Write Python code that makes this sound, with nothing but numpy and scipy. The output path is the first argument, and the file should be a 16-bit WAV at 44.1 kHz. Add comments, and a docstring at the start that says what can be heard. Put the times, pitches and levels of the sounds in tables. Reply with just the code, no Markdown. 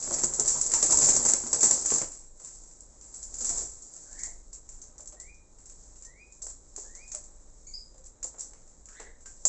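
"""A tiled room: a dove beats its wings against a wire cage, then shuffles on the tray under a hand.
Feathers drag over the wires as dense clicks; wing slaps and claw ticks ring the bars; tray and frame thud.
Further off, another bird whistles rising notes and squeaks. Room air and a low rumble lie underneath.
The microphone is close and has a strong treble resonance."""
import sys
import numpy as np
from scipy import signal
from scipy.fft import rfft, irfft
from scipy.io import wavfile

SR = 44100
rng = np.random.default_rng(int(sys.argv[2]) if len(sys.argv) > 2 else 0)


def put_to_file(sound):
    """Save the sound as 16-bit audio at rate SR, in the file named by the first command-line argument."""
    columns = np.atleast_2d(sound).T  # one column per channel
    safe = np.clip(columns, -1, 1)
    whole_steps = np.round(safe * 32767)
    wavfile.write(sys.argv[1], SR, whole_steps.astype(np.int16))


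N = 418068

# feathers and claws on wire, with the microphone's treble peak: freq_hz, density_db
TREBLE_SPECTRUM = [(1470, -44), (2500, -63.5), (3050, -37.5), (4200, -25.5), (7540, -1), (7910, -0.5),
                   (8440, 3.5), (8670, -25), (9000, -85.5), (11700, -100), (19800, -120)]
# modes of tray and frame: freq_hz, gain_db, t60_s
CAGE_MODES = [(143.6, 4, 0.26), (238.5, -1, 0.17), (293, -7.5, .12), (355, -13.5, 0.2), (416.5, -13, 0.1),
              (460, -10.5, .15), (523, -11.5, 0.11), (552, -12.5, 0.27), (599.5, -1.5, 0.22),
              (685, -13, 0.27), (906, -12.5, 0.16), (962, -10.5, 0.099), (1260, -9.5, 0.047),
              (1570, -21, 0.034)]


def from_db(db):
    """Level to gain."""
    return 10 ** (np.asarray(db) / 20)


def unit_rms(x):
    """Scale to unit power."""
    return x / np.sqrt(np.mean(x ** 2) + 1e-20)


def curves(rows):
    """Breakpoints (time_s, values...) to one per-sample curve a column."""
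    time_s, *columns = np.transpose(rows)
    return [np.interp(np.arange(N) / SR, time_s, column) for column in columns]


def drift(rate_hz):
    """Low-passed noise, rms 1."""
    pole = np.exp(-2 * np.pi * rate_hz / SR)
    return unit_rms(signal.lfilter([1], [1, -2 * pole, pole * pole], rng.standard_normal(N + SR))[SR:])


def colour(x, spectrum, size=8192):
    """Minimum-phase filter from (freq_hz, density_db) rows; white noise keeps its power."""
    hz, db = np.transpose(spectrum)
    bin_hz = np.arange(size // 2 + 1) * SR / size
    log_gain = np.log(from_db(np.interp(np.log(bin_hz + 1), np.log(hz), db)))
    cepstrum = irfft(log_gain)
    cepstrum[1:size // 2] *= 2
    cepstrum[size // 2 + 1:] = 0
    response = irfft(np.exp(rfft(cepstrum)))
    return signal.fftconvolve(x, response / np.sqrt(np.sum(response ** 2)))[:N]


def resonance(x, hz, width_hz):
    """Two-pole band-pass, peak gain 1."""
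    r = np.exp(-np.pi * width_hz / SR)
    feedback = [1, -2 * r * np.cos(2 * np.pi * hz / SR), r * r]
    return signal.lfilter(np.array([1, 0, -1]) * (1 - r * r) / 2, feedback, x)


def mode(x, hz, t60_s):
    """Resonance set by decay time."""
    return resonance(x, hz, width_hz=np.log(1000) / np.pi / t60_s)


def clicks(per_s, spread_db):
    """Random impulses, rms 1."""
    sizes = from_db(spread_db * np.minimum(rng.exponential(1, N), 5)) * rng.choice([-1, 1], N)
    return unit_rms(sizes * (rng.random(N) < per_s / SR))


def feather_rustle():
    """Vanes drag over the wires as dense clicks; the same clicks shake the cage."""
    # the dove's struggle: time_s, feather_db, thud_db
    struggle = [(0.0,-33.5,-55), (0.2,-30.5,-44.5), (0.31,-43,-51.5), (0.52,-29,-50), (0.76,-30,-48.5),
                (1.0,-24.5,-44), (1.3,-27.5,-43), (1.4,-36,-55), (1.5,-35.5,-52), (1.66,-25.5,-44),
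                (1.82,-33.5,-53.5), (1.95,-29,-48), (2.12,-52,-62.5), (2.33,-62.5,-73), (2.45,-47.5,-67.5),
                (2.9,-56.5,-69), (3.34,-45.5,-63.5), (3.44,-32,-57), (3.62,-36.5,-53.5), (3.72,-54,-67.5),
                (4.14,-46,-64.5), (4.26,-46.5,-63.5), (4.45,-57.5,-71.5), (4.85,-55.5,-67.5),
                (5.02,-61,-67), (5.45,-63,-72.5), (5.84,-51.5,-67.5), (6.15,-61.5,-71), (6.8,-54.5,-69.5),
                (7.08,-53.5,-68.5), (7.29,-59,-67.5), (7.8,-54.5,-72), (8.07,-68.5,-70), (8.32,-55,-68.5),
                (9.2,-61.5,-70.5), (9.48,-50,-70)]
    feather_db, thud_db = curves(struggle)
    effort = np.clip((feather_db + 55) / 25, .25, 1)
    flutter_db = effort * (1.5 * drift(8) + 1.4 * drift(58))   # hard beating is more ragged
    drag = clicks(per_s=5500, spread_db=0)
    feathers = colour(drag * from_db(feather_db + flutter_db), TREBLE_SPECTRUM)
    return feathers + cage_body(drag * from_db(thud_db + 0.85 * flutter_db), ring_db=2)


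def cage_body(force, ring_db):
    """Tray and frame add their modes to a dull thud."""
    # cage thud: freq_hz, density_db
    thud_spectrum = [(32, -35.5), (55, -2.5), (179, -7), (237, -3.5), (324, -0.5), (359, 0), (683, -2.5),
                     (902, -3.5), (1040, -6.5), (2040, -15.5), (2890, -25.5), (3500, -23.5), (4550, -51),
                     (7700, -120)]
    ring = sum(from_db(db) * mode(force, hz, t60_s) for hz, db, t60_s in CAGE_MODES)
    return colour(force + from_db(ring_db) * ring, thud_spectrum)


def air_and_rumble():
    """Still room air and a low rumble from outside."""
    # room air: freq_hz, density_db
    air_spectrum = [(47, -24.5), (80, -1.5), (102, 0), (190, -2.5), (296, -5.5), (580, -8.5), (672, -21),
                    (3030, -40.5), (4000, -19.5), (5200, -59), (8800, -120)]
    # rumble: freq_hz, density_db
    rumble_spectrum = [(11, -30.5), (18, 8), (30, -0.5), (52, -3), (70, -13.5), (81, -17.5), (100, -26.5),
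                       (130, -51.5), (220, -120)]
    # rumble envelope: time_s, level_db
    rumble_levels = [(0.0, -50), (1.13, -49), (2.48, -56.5), (3.77, -45.5), (3.93, -69), (4.14, -51),
                     (4.28, -51.5), (7.5, -52.5), (9.08, -54.5), (9.48, -53)]
    air = from_db(-68 + 0.17 * drift(3.4)) * colour(rng.standard_normal(N), air_spectrum)
    rumble = colour(rng.standard_normal(N), rumble_spectrum, size=32768)
    return air + from_db(curves(rumble_levels)[0]) * rumble


def wire_hits():
    """Feather or claw strikes a bar: a crack, then smaller contacts dying away; the wires ring."""
    # slaps and ticks: start_s, level_db, t60_s, crack_relative_db, bar_hz, snap_share
    strikes = [(0.0252, -21.5, 0.87, -24, 7580, 0.43), (0.1287, -13.5, 0.11, -39, 7500, 0.16),
               (0.141, -16, 0.26, -25.5, 7390, 0.66), (0.184, -21.5, 0.65, -20.5, 7500, 0.2),
               (0.2353, -7, 0.16, -38, 7620, 0.53), (0.3362, -18, 0.37, -41, 7260, 0.45),
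               (0.3969, -7, 0.18, -33, 7490, 0.63), (0.4584, -16.5, 0.38, -28, 7360, 0.54),
               (0.4781, -9.5, 0.53, -30, 7400, 0.56), (0.613, -12.5, 0.21, -30, 7800, 0.48),
               (0.6633, -18, 0.14, -33, 7250, 0.43), (0.7169, -14, 0.3, -22, 7500, 0.5),
               (0.7365, -10.5, 0.34, -20, 7300, 0.45), (0.827, -4.5, 0.39, -27.5, 7530, 0.53),
               (0.9068, -9.5, 0.17, -30, 7370, 0.6), (0.922, -6.5, 0.17, -29, 7810, 0.42),
               (0.9727, -8.5, 0.26, -34, 7500, 0.67), (1.0183, -10, 0.41, -21, 7420, 0.37),
               (1.042, -13, 0.53, -27, 7320, 0.3), (1.0874, -11, 0.26, -19.5, 7190, 0.34),
               (1.1638, -6.5, 0.11, -32, 7540, 0.62), (1.227, -18.5, 0.46, -27, 7500, 0.6),
               (1.2514, -12, 0.53, -29, 7430, 0.45), (1.285, -14.5, 0.52, -21.5, 7500, 0.4),
               (1.3353, -9.5, 0.13, -25, 7700, 1), (1.467, -21, 0.26, -36, 7620, 0.6),
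               (1.5294, -8, 0.26, -29, 7800, 0.48), (1.6073, -12.5, 0.41, -26, 7160, 0.38),
               (1.6305, -5.5, 0.35, -25.5, 7600, 0.47), (1.7097, -6.5, 0.27, -27.5, 7540, 0.63),
               (1.8585, -13.5, 0.43, -25, 7270, 0.45), (1.9023, -15, 0.35, -20, 7350, 0.45),
               (1.934, -17, 0.28, -37, 7190, 0.35), (1.9815, -19, 0.22, -22, 7600, 0.42),
               (2.0145, -23, 0.23, -13.5, 7500, 0.54), (2.1174, -30, 0.69, -26.5, 7650, 0.55),
               (2.398, -38.5, 0.7, -19, 7800, 0.3), (2.4466, -31.5, 0.54, -22, 7500, 0.45),
               (2.6352, -38.5, 0.25, -34, 7450, 0.56), (2.712, -40, 0.4, -24, 7400, 0.53),
               (2.806, -34, 0.2, -39, 7700, 0.6), (3.012, -36, 0.81, -22, 7430, 0.45),
               (3.141, -29.5, 0.47, -27, 7830, 0.45), (3.2278, -24.5, 0.16, -34.5, 7200, 0.33),
               (3.3412, -23.5, 0.24, -26.5, 6900, 0.5), (3.385, -28, 0.3, -28.5, 7300, 0.35),
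               (3.407, -22.5, 0.56, -26, 6840, 0.42), (3.4451, -20, 0.89, -27.5, 7800, 0.4),
               (3.491, -17.5, 0.3, -30, 7200, 0.63), (3.5736, -22.5, 0.38, -31, 7300, 0.28),
               (3.716, -41, 0.1, -27, 7200, 0.45), (3.8217, -36, 0.67, -58, 7150, 0.4),
               (3.937, -35, 0.67, -31, 7600, 0.62), (3.9634, -40, 0.38, -21, 7360, 0.45),
               (4.128, -35, 0.3, -22, 7500, 0.6), (4.1903, -27, 0.35, -30, 6670, 0.3),
               (4.234, -22.5, 0.19, -25, 7200, 0.45), (4.2594, -36, 0.17, -23, 7330, 0.4),
               (4.5296, -28.5, 0.19, -28, 7460, 0.3), (4.5494, -39, 0.17, -18, 7390, 0.7),
               (4.6897, -34.5, 0.52, -22, 7300, 0.45), (4.816, -32.5, 0.23, -31, 6340, 0.3),
               (4.9806, -32.5, 0.23, -29, 7300, 0.45), (5.005, -36.5, 0.21, -27, 7100, 0.5),
               (5.0574, -39, 0.3, -29, 7740, 0.5), (5.0741, -30.5, 0.16, -33, 6470, 0.5),
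               (5.1234, -38, 0.2, -17, 7470, 0.3), (5.1996, -28, 0.32, -29, 7460, 0.58),
               (5.3443, -46, 0.3, -27, 5870, 0.45), (5.585, -43, 0.53, -18, 7600, 0.45),
               (5.6565, -39, 0.43, -27, 6850, 0.34), (5.697, -38, 0.32, -21, 7640, 0.6),
               (5.957, -41.5, 0.48, -17, 7360, 0.24), (6.023, -33, 0.17, -26, 7400, 0.6),
               (6.0494, -34, 0.15, -29, 5970, 0.34), (6.322, -41.5, 0.49, -29, 6900, 0.4),
               (6.418, -25, 0.24, -32, 7770, 0.15), (6.4665, -30.5, 0.25, -23, 7550, 0.45),
               (6.4993, -36, 0.21, -25, 7400, 0.33), (6.7623, -26, 0.56, -28, 6940, 0.52),
               (6.7816, -37.5, 0.48, -27, 7660, 0.5), (6.9507, -33, 0.26, -25, 6500, 0.5),
               (7.078, -36.5, 0.66, -29, 7330, 0.45), (7.1164, -26, 0.32, -23.5, 6600, 0.45),
               (7.1484, -23, 0.14, -23.5, 8000, 0.54), (7.239, -41, 0.3, -30, 7740, 0.45),
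               (7.3472, -52, 0.3, -23, 7660, 0.6), (7.9428, -48, 0.42, -27, 7280, 0.4),
               (7.9798, -45, 0.32, -20, 7340, 0.5), (8.0401, -39, 0.27, -27, 7340, 0.5),
               (8.0594, -37, 0.19, -27, 7500, 0.45), (8.2288, -21.5, 0.2, -24, 6990, 0.5),
               (8.2407, -28, 0.2, -32, 7400, 0.2), (8.3834, -36.5, 0.35, -30, 7250, 0.5),
               (8.3934, -28.5, 0.31, -29, 7700, 0.4), (8.406, -28.5, 0.22, -30.5, 6000, 0.36),
               (8.534, -45, 0.34, -7, 7460, 0.7), (8.6767, -46, 0.51, -20, 7400, 0.4),
               (8.856, -36.5, 0.22, -26, 6950, 0.6), (8.887, -37, 0.42, -15, 7110, 0.52),
               (8.9291, -43, 0.49, -13, 7600, 0.45), (8.998, -35, 0.28, -7, 7600, 0.38),
               (9.206, -44, 0.46, -23, 7600, 0.4), (9.258, -33, 0.32, -15.5, 7250, 0.28),
               (9.3741, -52, 0.26, -16, 7660, 0.7), (9.4524, -5.5, 0.42, -34, 7150, 0.6)]
    # wire resonances: freq_hz, width_hz, gain_db
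    wire_modes = [(5760, 110, -3.5), (6226, 58, -3.5)]
    treble, crack = np.zeros((2, N + SR))
    t = np.arange(SR // 2) / SR
    scatter = clicks(per_s=6000, spread_db=2.5)
    for start_s, level_db, t60_s, crack_db, bar_hz, snap_share in strikes:
        at = round(start_s * SR)
        contacts = np.resize(scatter[at:], len(t))
        snap = 5.4 * (t == 0) + np.exp(-t / 0.0015) * contacts   # first touch, then splintering
        tail = np.minimum(t / 0.0014, 1) * from_db(-60 * t / t60_s) * contacts
        burst = from_db(level_db - 2.5) * (snap_share * snap + 0.48 * (1 - snap_share) * tail)
        sheen = 1.08 * resonance(burst, bar_hz, width_hz=680)
        bar_ring = 1.5 * resonance(burst, bar_hz, width_hz=22)
        treble[at:at + len(t)] += burst + sheen + bar_ring
        crack[at:at + len(t)] += from_db(level_db + crack_db) * (snap + 0.37 * tail)
    wire_ring = sum(from_db(db) * resonance(treble, hz, width_hz) for hz, width_hz, db in wire_modes)
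    mid = signal.sosfilt(signal.butter(2, [900, 4300], "band", fs=SR, output="sos"), crack[:N])
    mid -= 1.2 * resonance(mid, 2850, width_hz=5000)   # the microphone is weak near 3 kHz
    return colour(treble + wire_ring, TREBLE_SPECTRUM) + 2.02 * mid


def tray_knocks():
    """A soft push shakes the cage; modes near the struck part's pitch ring on."""
    # knocks on tray and frame: start_s, level_db, t60_s, pitch_hz, ring_relative_db
    knocks = [(0.074, -34, 0.14, 374, 27), (0.108, -28.5, 0.29, 579, 31), (0.235, -23, 0.12, 366, 28.5),
              (0.327, -39.5, 0.31, 242, 24), (0.39, -27, 0.17, 433, 29), (0.477, -40.5, 0.14, 234, 26),
              (0.549, -32, 0.31, 996, 28.5), (0.708, -38, 0.26, 285, 25), (0.732, -27, 0.21, 904, 28.5),
              (0.828, -25.5, 0.24, 417, 20), (0.893, -26.5, 0.19, 635, 30), (0.921, -22.5, 0.13, 907, 30.5),
              (0.973, -31, 0.15, 436, 28), (1.016, -28, 0.11, 366, 26), (1.081, -26.5, 0.26, 423, 25),
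              (1.159, -23.5, 0.15, 355, 22), (1.251, -24.5, 0.47, 253, 18), (1.333, -28.5, 0.095, 552, 28),
              (1.436, -35, 0.17, 240, 27), (1.463, -34.5, 0.12, 291, 15.5), (1.529, -25, 0.24, 458, 18),
              (1.627, -24, 0.3, 253, 24), (1.706, -32.5, 0.38, 544, 27.5), (1.848, -41, 0.25, 285, 26),
              (1.917, -26, 0.35, 417, 16), (2.014, -26, 0.12, 568, 20), (2.399, -47.5, 0.19, 541, 22),
              (3.34, -56, 0.13, 447, 28), (3.404, -40, 0.33, 231, 26), (3.49, -33.5, 0.24, 694, 22),
              (3.568, -42, 0.47, 444, 26), (4.267, -46, 0.18, 627, 32), (4.991, -49, 0.26, 606, 31.5),
              (5.125, -47, 0.28, 616, 33), (6.431, -49, 0.33, 563, 21), (6.465, -51, 0.2, 563, 21),
              (6.777, -44.5, 0.35, 406, 25.5), (6.833, -53.5, 0.15, 565, 33), (6.951, -51, 0.46, 598, 18),
              (7.142, -48, 0.25, 603, 36), (7.944, -55.5, 0.3, 509, 35), (8.224, -46, 0.16, 501, 25),
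              (8.245, -44, 0.15, 538, 31.5), (8.341, -45, 0.59, 487, 18), (8.517, -55, 0.15, 525, 14),
              (8.995, -38.5, 0.34, 466, 31), (9.258, -54, 0.24, 1640, 32), (9.455, -33.5, 0.12, 546, 33.5)]
    heavy_db, reach_oct = -38, 0.1
    thud, ring = np.zeros((2, N + SR))
    t = np.arange(SR // 2) / SR
    shake = clicks(per_s=2800, spread_db=4)
    bass_cut = signal.butter(2, 330, "high", fs=SR, output="sos")
    for start_s, level_db, t60_s, pitch_hz, ring_db in knocks:
        at = round(start_s * SR)
        first_push = 0.52 * np.exp(-t / 0.0044)
        envelope = np.minimum(t / .0015, 1) * (from_db(-60 * t / t60_s) + first_push)
        burst = from_db(level_db - 12.5) * envelope * np.resize(shake[at:], len(t))
        # light knocks do not move the whole cage: no bass, clearer ring
        thud[at:at + len(t)] += burst if level_db > heavy_db else signal.sosfilt(bass_cut, burst)
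        ring_gain = from_db(ring_db + 0.21 * max(-33 - level_db, 0))
        for mode_hz, _, mode_t60_s in CAGE_MODES:
            nearness = np.exp(-(np.log2(mode_hz / pitch_hz) / reach_oct) ** 2)
            ring[at:at + len(t)] += ring_gain * nearness * mode(burst, mode_hz, mode_t60_s)
    return cage_body(thud[:N], ring_db=0) + ring[:N]


def bird_call(start_s, glide_s, hold_s, start_hz, top_hz, partials_db, waver, swell_db):
    """One note: attack, steepening glide with swell, hold, release; overtones grow with loudness."""
    attack_s, release_s = .015, .03
    times_s = start_s + np.cumsum([0, attack_s, .6 * glide_s, .4 * glide_s, hold_s, release_s])
    bend_hz = start_hz + .45 * (top_hz - start_hz)
    pitches_hz = [start_hz, start_hz, bend_hz, top_hz, top_hz, top_hz]
    levels_db = [-28 - swell_db, -swell_db, -swell_db, 0, -6, -35]
    pitch_hz, envelope_db = curves(list(zip(times_s, pitches_hz, levels_db)))
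    t = np.arange(N) / SR
    gate = (t > times_s[0]) & (t < times_s[-1])
    phase = 2 * np.pi * np.cumsum(pitch_hz * (1 + waver)) / SR
    partials = (from_db(db + k * envelope_db) * np.sin(k * phase) for k, db in enumerate(partials_db, 1))
    return gate * sum(partials)


def whistles(jitter):
    """The far bird glides up and holds; fast pitch jitter makes some notes hoarse."""
    # rising notes: start_s, glide_s, hold_s, start_hz, top_hz, level_db, octave_relative_db, waver_share
    notes = [(4.048, 0.13, 0.083, 1487, 1970, -54, -29, .06),
             (5.156, 0.13, 0.021, 1874, 2444, -53.5, -18, 0.01),
             (6.043, .16, 0.032, 1820, 2478, -53, -16, .008),
             (6.833, .18, 0.037, 1660, 2468, -55, -9, 0.0074),
             (8.868, 0.089, 0.11, 1388, 1883, -53.5, -11, .09)]
    return sum(bird_call(*contour, [db, db + octave_db], waver_share * jitter, swell_db=11.5)
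               for *contour, db, octave_db, waver_share in notes)


def squeaks(jitter):
    """Short flat calls led by the second or third partial."""
    # squeaks: start_s, hold_s, pitch_hz, waver_share, partial1_db, partial2_db, partial3_db
    notes = [(7.665, 0.056, 2290, .04, -68, -62, -42.5), (7.735, 0.025, 2480, .015, -82, -34.5, -70),
             (7.773, 0.018, 2470, .015, -84, -46, -69)]
    return sum(bird_call(start_s - .01, .001, hold_s, hz, hz, levels_db, waver * jitter, swell_db=0)
               for start_s, hold_s, hz, waver, *levels_db in notes)


def tiled_room(x, t60_s=0.36, gap_s=.004):
    """Diffuse echoes off tiles and walls: decaying noise after a short gap."""
    t = np.arange(SR) / SR
    echoes = rng.standard_normal(SR) * from_db(-60 * t / t60_s) * (t > gap_s)
    return signal.fftconvolve(x, echoes / np.sqrt(np.sum(echoes ** 2)))[:N]


def scene():
    """Near dove, mostly dry; far bird, half echo; background. 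Mono."""
    blows = wire_hits() + tray_knocks()
    jitter = drift(rate_hz=150)
    far_bird = whistles(jitter) + squeaks(jitter)
    echoes = tiled_room(from_db(-13) * blows + from_db(1) * far_bird)
    return (feather_rustle() + blows + 0.98 * far_bird + echoes + air_and_rumble())[None]


def record(dry):
    """Steep low-pass."""
    stop_hz, stop_db = 8900, 70
    return signal.sosfilt(signal.cheby2(14, stop_db, stop_hz, fs=SR, output="sos"), dry)


dry = scene()
out = record(dry)
put_to_file(out)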